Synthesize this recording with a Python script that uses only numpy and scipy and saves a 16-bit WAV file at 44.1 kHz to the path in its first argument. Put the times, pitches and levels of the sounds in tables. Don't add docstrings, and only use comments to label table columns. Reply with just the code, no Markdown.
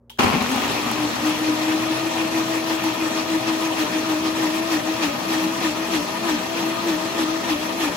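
import sys
import numpy as np
from scipy import signal
from scipy.fft import rfft, irfft
from scipy.io import wavfile
from scipy.ndimage import uniform_filter1d

SR = 44100
rng = np.random.default_rng(int(sys.argv[2]) if len(sys.argv) > 2 else 0)


def put_to_file(sound):
    columns = np.atleast_2d(sound).T
    safe = np.clip(columns, -1, 1)
    whole_steps = np.round(safe * 32767)
    wavfile.write(sys.argv[1], SR, whole_steps.astype(np.int16))


N = 351036

# time in seconds, rotor speed in Hz, whine in dB,
# roar in dB before the jar's make-up gain, ice rattle in dB before it fades.
SPIN_UP = [(.195, 70.4, -37, -24, -15), (.29, 111.7, -34.5, -29, -19.5), (.42, 218, -29, -29.5, -24.5),
           (.46, 234.7, -33, -29, -28.5), (.53, 262.4, -22, -28, -28), (.62, 279.3, -36, -27.5, -25),
           (.83, 301.3, -30.5, -28, -34), (.95, 309.3, -40, -30.5, -30.5)]
# frequency in Hz, likeness from 0 to 1.
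PORT_LIKENESS = [(100, 1), (290, 0.63), (640, 0.54), (1400, 0.11), (5000, 0.1), (8000, 1), (15000, 0.86)]


def from_db(db):
    return 10 ** (np.asarray(db) / 20)


def rms_one(x):
    return x / np.sqrt(np.mean(x ** 2) + 1e-20)


def in_time(rows):
    s, *columns = np.transpose(rows)
    return [np.interp(np.arange(N) / SR, s, column) for column in columns]


def at_hz(points, hz):
    point_hz, values = np.array(points).T
    return np.interp(np.log(hz), np.log(point_hz), values)


def drift(rate_hz):
    step = 40
    r = np.exp(-2 * np.pi * step * rate_hz / SR)
    noise = rng.standard_normal(N // step + 2002)
    slow = signal.lfilter([1], [1, -2 * r, r * r], noise)[2000:]
    return np.interp(np.arange(N) / step, np.arange(len(slow)), rms_one(slow))


def ring(clicks, hz, t60):
    r, w = from_db(-60 / (t60 * SR)), 2 * np.pi * hz / SR
    return signal.lfilter([0, np.sin(w)], [1, -2 * r * np.cos(w), r * r], clicks + 1e-18)


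def boost(x, hz, width_hz, db):
    r, w = np.exp(-np.pi * width_hz / SR), 2 * np.pi * hz / SR
    peak = signal.lfilter([(1 - r * r) / 2, 0, (r * r - 1) / 2], [1, -2 * r * np.cos(w), r * r], x)
    return x + (from_db(db) - 1) * peak


def pan(x, db):
    return x * from_db([[db / 2], [-db / 2]])


def filtered(x, order, hz, kind):
    return signal.sosfilt(signal.butter(order, hz, kind, fs=SR, output="sos"), x)


def whine(rotor_hz, whine_db):
    octave_db, octave_pan_db = -43, 23
    up_to_speed = np.clip(rotor_hz / 310, 0, 1)
    jolts = 1.58 + 6.3 * (1 - up_to_speed)
    unsteady_hz = rotor_hz * (1 + 0.0014 * jolts * drift(25.0))
    turns = 2 * np.pi * np.cumsum(unsteady_hz) / SR
    first = from_db(whine_db + jolts * drift(32)) * np.sqrt(2) * np.sin(turns)

    grows = np.clip(np.arange(N) / SR / 2, 0, 1)
    second = from_db(octave_db + 2.1 * drift(14.85)) * grows * np.sqrt(2) * np.sin(2 * turns)
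    slowing = np.minimum(np.gradient(rotor_hz) * SR, 0)
    second = second * from_db(0.011 * slowing)
    return pan(first, 3.2) + pan(second, octave_pan_db)


def shaft(rotor_hz):
    # multiple of the rotor speed, level in dB in the thin mix, level in dB in the thick mix.
    shaft_tones = [(0.395, -43, -52.5), (0.591, -55.5, -42), (0.801, -48.5, -45), (1.199, -55.5, -47),
                   (1.58, -49.5, -58.5)]
    thin_s, thick_s = 1.46, 5.3
    turns, t = 2 * np.pi * np.cumsum(rotor_hz) / SR, np.arange(N) / SR
    tones = 0
    for multiple, thin_db, thick_db in shaft_tones:
        level_db = np.interp(t, [thin_s, thick_s], [thin_db, thick_db]) + 3.05 * drift(6.7)
        phase = multiple * turns + 1.03 * drift(5.2)
        tones = tones + from_db(level_db) * np.sqrt(2) * np.sin(phase)
    return pan(np.clip(t / thin_s, 0, 1) * tones, 4.4)


def thumps(rotor_hz):
    thump_db = -51
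    braking = np.clip(-np.gradient(rotor_hz) * SR / 350, 0, 1.5) ** 2
    swell = signal.lfilter([.0005], [1, -.9995], braking)
    low = filtered(rng.standard_normal(N), 2, [25, 95], "band")
    return from_db(thump_db) * swell * rms_one(low)


def gulps():
    # time in seconds, whine swell in dB,
    # width of the swell in seconds, flare of the roar in dB, peak loss of speed in Hz.
    gulp_rows = [(1.012, -25.5, 0.055, 1, 10.2), (1.275, -21, 0.037, 2.5, 6),
                 (1.41, -28, 0.032, -0.5, 0.89), (1.489, -21, 0.033, 1.5, 7.5), (1.7, -22.5, 0.09, 0.5, 5),
                 (1.894, -25, 0.05, 0, 4.76), (2.05, -26, 0.031, 0, 1.9), (2.207, -23.5, 0.042, 2, 6.5),
                 (2.38, -22.5, 0.04, 2.5, 7.6), (2.545, -26, 0.056, 1.5, 6.7), (2.718, -24, 0.042, 3, 10.2),
                 (2.865, -23.5, 0.031, 2.5, 12.8), (3.035, -22, 0.039, 2.5, 13.6),
                 (3.176, -26, 0.036, 3, 10.5), (3.337, -20.5, 0.036, 3, 12.8), (3.505, -23, 0.041, 3, 13),
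                 (3.66, -24.5, 0.046, 2.5, 11.3), (3.808, -22.5, 0.03, 4.5, 29), (3.963, -24, 0.04, 3, 9),
                 (4.106, -22, 0.041, 3.5, 22), (4.265, -24, 0.07, 2.5, 12), (4.432, -21.5, 0.043, 4, 21.3),
                 (4.571, -26, 0.064, 2.0, 3), (4.738, -20.5, 0.029, 5.0, 32.5),
                 (4.889, -24.5, 0.031, 1.5, 6.3), (5.039, -23.5, 0.034, 6.5, 53),
                 (5.323, -35.5, 0.039, 4.5, 17), (5.418, -23.5, 0.085, 3, 10.3),
                 (5.659, -21, 0.03, 5, 35.7), (5.804, -29, 0.026, 0.5, 1), (5.953, -21.5, 0.036, 5.5, 46),
                 (6.299, -24, 0.053, 4.0, 40), (6.603, -28.5, 0.039, 2.5, 17),
                 (6.682, -27.5, 0.051, 1, 2.03), (6.904, -23.5, 0.044, 5, 34),
                 (7.035, -26, 0.019, 0.5, 2.38), (7.205, -21.5, 0.029, 5, 31),
                 (7.313, -25.5, 0.055, 1.5, 3.5), (7.51, -23, 0.031, 5.5, 46.5),
                 (7.645, -32, 0.06, 1.5, 4.9), (7.84, -25.5, 0.043, 6.5, 54)]
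    whine_lag_s, flare_width_s = 0.013, 0.027
    brake_lead_s, brake_s, recover_s = 0.03, .075, .14
    fall_share = 0.8
    s, whine_db, width_s, flare_db, loss_hz = np.transpose(gulp_rows)[:, :, None]
    t = np.arange(0, N + 50, 50) / SR
    since = np.maximum(t - s + brake_lead_s, 0)
    loss = loss_hz * np.minimum(since / brake_s, np.exp((brake_s - since) / recover_s))
    past = (t - s - whine_lag_s) / width_s
    past = np.where(past > 0, past / fall_share, past)
    swell = from_db(whine_db) * np.exp(-.5 * past ** 2)
    flare = flare_db * np.exp(-.5 * ((t - s) / flare_width_s) ** 2)
    return in_time(np.transpose([t, loss.sum(axis=0), swell.sum(axis=0), flare.sum(axis=0)]))


def banded_noise(spectrum, shared_db, own_db, surge_db=0):
    # frequency in Hz, left minus right in dB.
    port_lean = [(60, 3.5), (380, -2.5), (700, 7), (2380, 2), (15000, -0.5)]
    treble_lag, lag_from_hz = 12, 6000
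    out, together, edges = 0, drift(30), 42 * 2 ** (np.arange(27) / 3)
    white = rng.standard_normal((2, 2, N))
    for k, (low, high) in enumerate(zip(edges, edges[1:])):
        mid, side = filtered(white[k % 2], 2, [low, high], "band")
        hz = np.sqrt(low * high)
        alike = np.clip(at_hz(PORT_LIKENESS, hz), 0, 1)
        follows = np.clip(np.log(hz / 80) / np.log(1200 / 80), 0, 1.1)
        common_db = follows * (surge_db + shared_db * together)
        gain = from_db(at_hz(spectrum, hz) + common_db + own_db * drift(17.5))
        stereo = np.sqrt(1 + alike) * mid + np.sqrt(1 - alike) * side * [[1], [-1]]
        band = pan(stereo, at_hz(port_lean, hz))
        if hz > lag_from_hz:
            band[0] = np.roll(band[0], treble_lag)
        out = out + gain * band
    return out


def roar(roar_db):
    # frequency in Hz, relative density in dB per Hz.
    roar_spectrum = [(45, -65), (70, -26), (130, -20), (270, -13), (400, -16), (650, -16), (1100, -16),
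                     (1500, -21), (2600, -20.5), (4240, -23.5), (7400, -32), (9000, -35), (11000, -31),
                     (15500, -40.5)]
    # frequency in Hz, width in Hz, boost in dB.
    jar_resonances = [(240.6, 20, 7), (957, 150, 4), (1235, 25, 6.5), (1841, 46, 8.5), (2430, 48, 6),
                      (2684, 170, 4), (3310, 210, 3), (4270, 62, 5), (5910, 260, 5.5)]
    usual_db = np.median(roar_db)
    noise = banded_noise(roar_spectrum, shared_db=0.63, own_db=1.35, surge_db=roar_db - usual_db)
    for hz, width_hz, db in jar_resonances:
        noise = boost(noise, hz, width_hz, db)
    usual_power = np.median(uniform_filter1d(noise[0] ** 2, size=4000))
    return from_db(usual_db + 5.5) * noise / np.sqrt(usual_power)


def ice(rattle_db, per_s):
    # frequency in Hz, relative level in dB, t60 in seconds.
    jar_modes = [(242, -2.5, 0.11), (405, -4, 0.019), (830, -1, 0.0079), (1063, -5.5, 0.019),
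                 (1250, -3, 0.0084), (2530, -2.5, 0.0034), (4260, -12, 0.0014), (100, -17, 0.11)]
    # time in seconds, relative level of the crack in dB, thud in dB.
    big_chunks = [(0.196, -10, -13.5), (.237, -12, -14), (0.28, -12, -27), (0.336, -18, -22),
                  (.358, -19, -14), (0.412, -18, -16.5), (.424, -11, -25), (0.494, -14, -30),
                  (0.516, -9.5, -29), (0.56, -8, -17.5), (.679, -10, -24), (0.914, -6, -19),
                  (1.003, -14, -39), (1.295, -10.5, -30), (2.839, -9, -25)]
    rattle_fade_s = 0.73
    blow_tilt_db = 3
    born = np.flatnonzero(rng.random(N) < per_s / SR)
    sizes = from_db(3.2 * np.minimum(rng.exponential(1, len(born)), 3.0))
    since_spin_up = np.maximum(np.arange(N) / SR - SPIN_UP[-1][0], 0)
    ground_down = np.exp(-since_spin_up / rattle_fade_s)

    big, thud = np.zeros((2, N))
    s, crack_db, thud_db = np.transpose(big_chunks)
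    at = (s * SR).astype(int)
    big[at], thud[at] = from_db(crack_db), from_db(thud_db)
    crunch = rms_one(rng.standard_normal(600) * np.exp(-np.arange(600) / 110)) * 0.1
    big = signal.fftconvolve(big, filtered(crunch, 1, [800, 8000], "band"))[:N]

    rattle, blows = np.zeros((2, N)), np.zeros(N)
    for hz, level_db, t60 in jar_modes:
        clicks = np.zeros((2, N))
        common, own = rng.standard_normal(len(born)), rng.standard_normal((2, len(born)))
        alike = np.clip(at_hz(PORT_LIKENESS, hz), 0, 1)
        clicks[:, born] = sizes * (np.sqrt(alike) * common + np.sqrt(1 - alike) * own)
        rattle += from_db(level_db) * rms_one(ring(clicks, hz, t60))
        blow_db = level_db - 14.5 + blow_tilt_db * np.log2(hz / 1000)
        blows += from_db(blow_db) * ring(big, hz, t60)
    blows += ring(thud, jar_modes[0][0], jar_modes[0][2])
    hits = from_db(rattle_db) * ground_down * rms_one(rattle) + blows + big
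    return pan(filtered(hits, 2, 70, "high"), 3.6)


def button():
    # time in seconds, level in dB before filtering and ringing, decay in seconds, pitch in Hz.
    button_parts = [(0.0972, -33, 0.001, 3050), (0.0997, -34, 0.001, 3100), (0.1005, -37, 0.012, 920),
                    (0.102, -47, 0.045, 3180), (0.175, -42, 0.002, 1620)]
    pitch_q, ring_db = 14.0, 28
    t, clack = np.arange(SR) / SR, 0
    for s, db, decay, hz in button_parts:
        shape = from_db(db) * (t > s) * np.exp(-np.maximum(t - s, 0) / decay)
        burst = signal.lfilter([.5, -.5], [1, -.85], shape * rng.standard_normal((2, SR)) + 1e-18)
        clack = clack + boost(burst, hz, hz / pitch_q, ring_db)
    return np.pad(clack, [(0, 0), (0, N - SR)])


def echoes(x):
    echo_db = -21
    dull = filtered(x, 2, [400, 6000], "band")
    out = x.copy()
    lags = (rng.uniform(0.002062, .02, size=12) * SR).astype(int)
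    for k, lag in enumerate(lags):
        sign = (-1) ** (k // 2)
        out[k % 2, lag:] += from_db(echo_db) * sign * dull[k % 2, :-lag]
    return out


def kitchen():
    # frequency in Hz, rms level in dB.
    fridge_partials = [(59.2, -61), (118.4, -61), (236.9, -60), (403.7, -71), (559.9, -72)]
    # frequency in Hz, relative density in dB per Hz.
    air_spectrum = [(40, -6), (480, -11), (1200, -26), (3000, -55)]
    air_db = -61
    t = np.arange(N) / SR
    hum = sum(from_db(db) * np.sqrt(2) * np.sin(2 * np.pi * hz * t) for hz, db in fridge_partials)
    hz = np.maximum(np.fft.rfftfreq(N, 1 / SR), 1)
    air = irfft(rfft(rng.standard_normal(N)) * from_db(at_hz(air_spectrum, hz)), N)
    return hum + from_db(air_db) * rms_one(air)


def scene():
    # time in seconds, rotor speed in Hz,
    # roar in dB before the jar's make-up gain.
    running = [(1.498, 316.3, -29.5), (2, 326.2, -30), (3, 333.4, -31), (4.5, 336.9, -31), (6, 342.6, -31),
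               (7.96, 345, -31.5)]
    switch_on_s, whine_rest_db = 0.1836, -38.5
    loss_hz, swell, flare_db = gulps()
    spinning_up = [row[:4] for row in SPIN_UP]
    at_speed = [(s, hz, whine_rest_db, db) for s, hz, db in running]
    free_hz, whine_db, roar_db = in_time(spinning_up + at_speed)
    rotor_hz = free_hz - loss_hz
    whine_db = 20 * np.log10(from_db(whine_db) + swell)
    rattle_db = in_time(SPIN_UP)[3]
    powered = np.clip((np.arange(N) / SR - switch_on_s) / 0.012, 0, 1)
    jar = echoes(powered * (roar(roar_db + flare_db) + ice(rattle_db, per_s=600)))
    base = powered * (whine(rotor_hz, whine_db) + shaft(rotor_hz) + thumps(rotor_hz))
    return jar + base + button() + kitchen()


def record(dry):
    cutoff_hz, ceiling = 15800, .65
    dry = ceiling * np.tanh(filtered(dry, 3, 45, "high") / ceiling)
    return signal.sosfilt(signal.ellip(12, .3, 80, cutoff_hz, fs=SR, output="sos"), dry)


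dry = scene()
out = record(dry)
put_to_file(out)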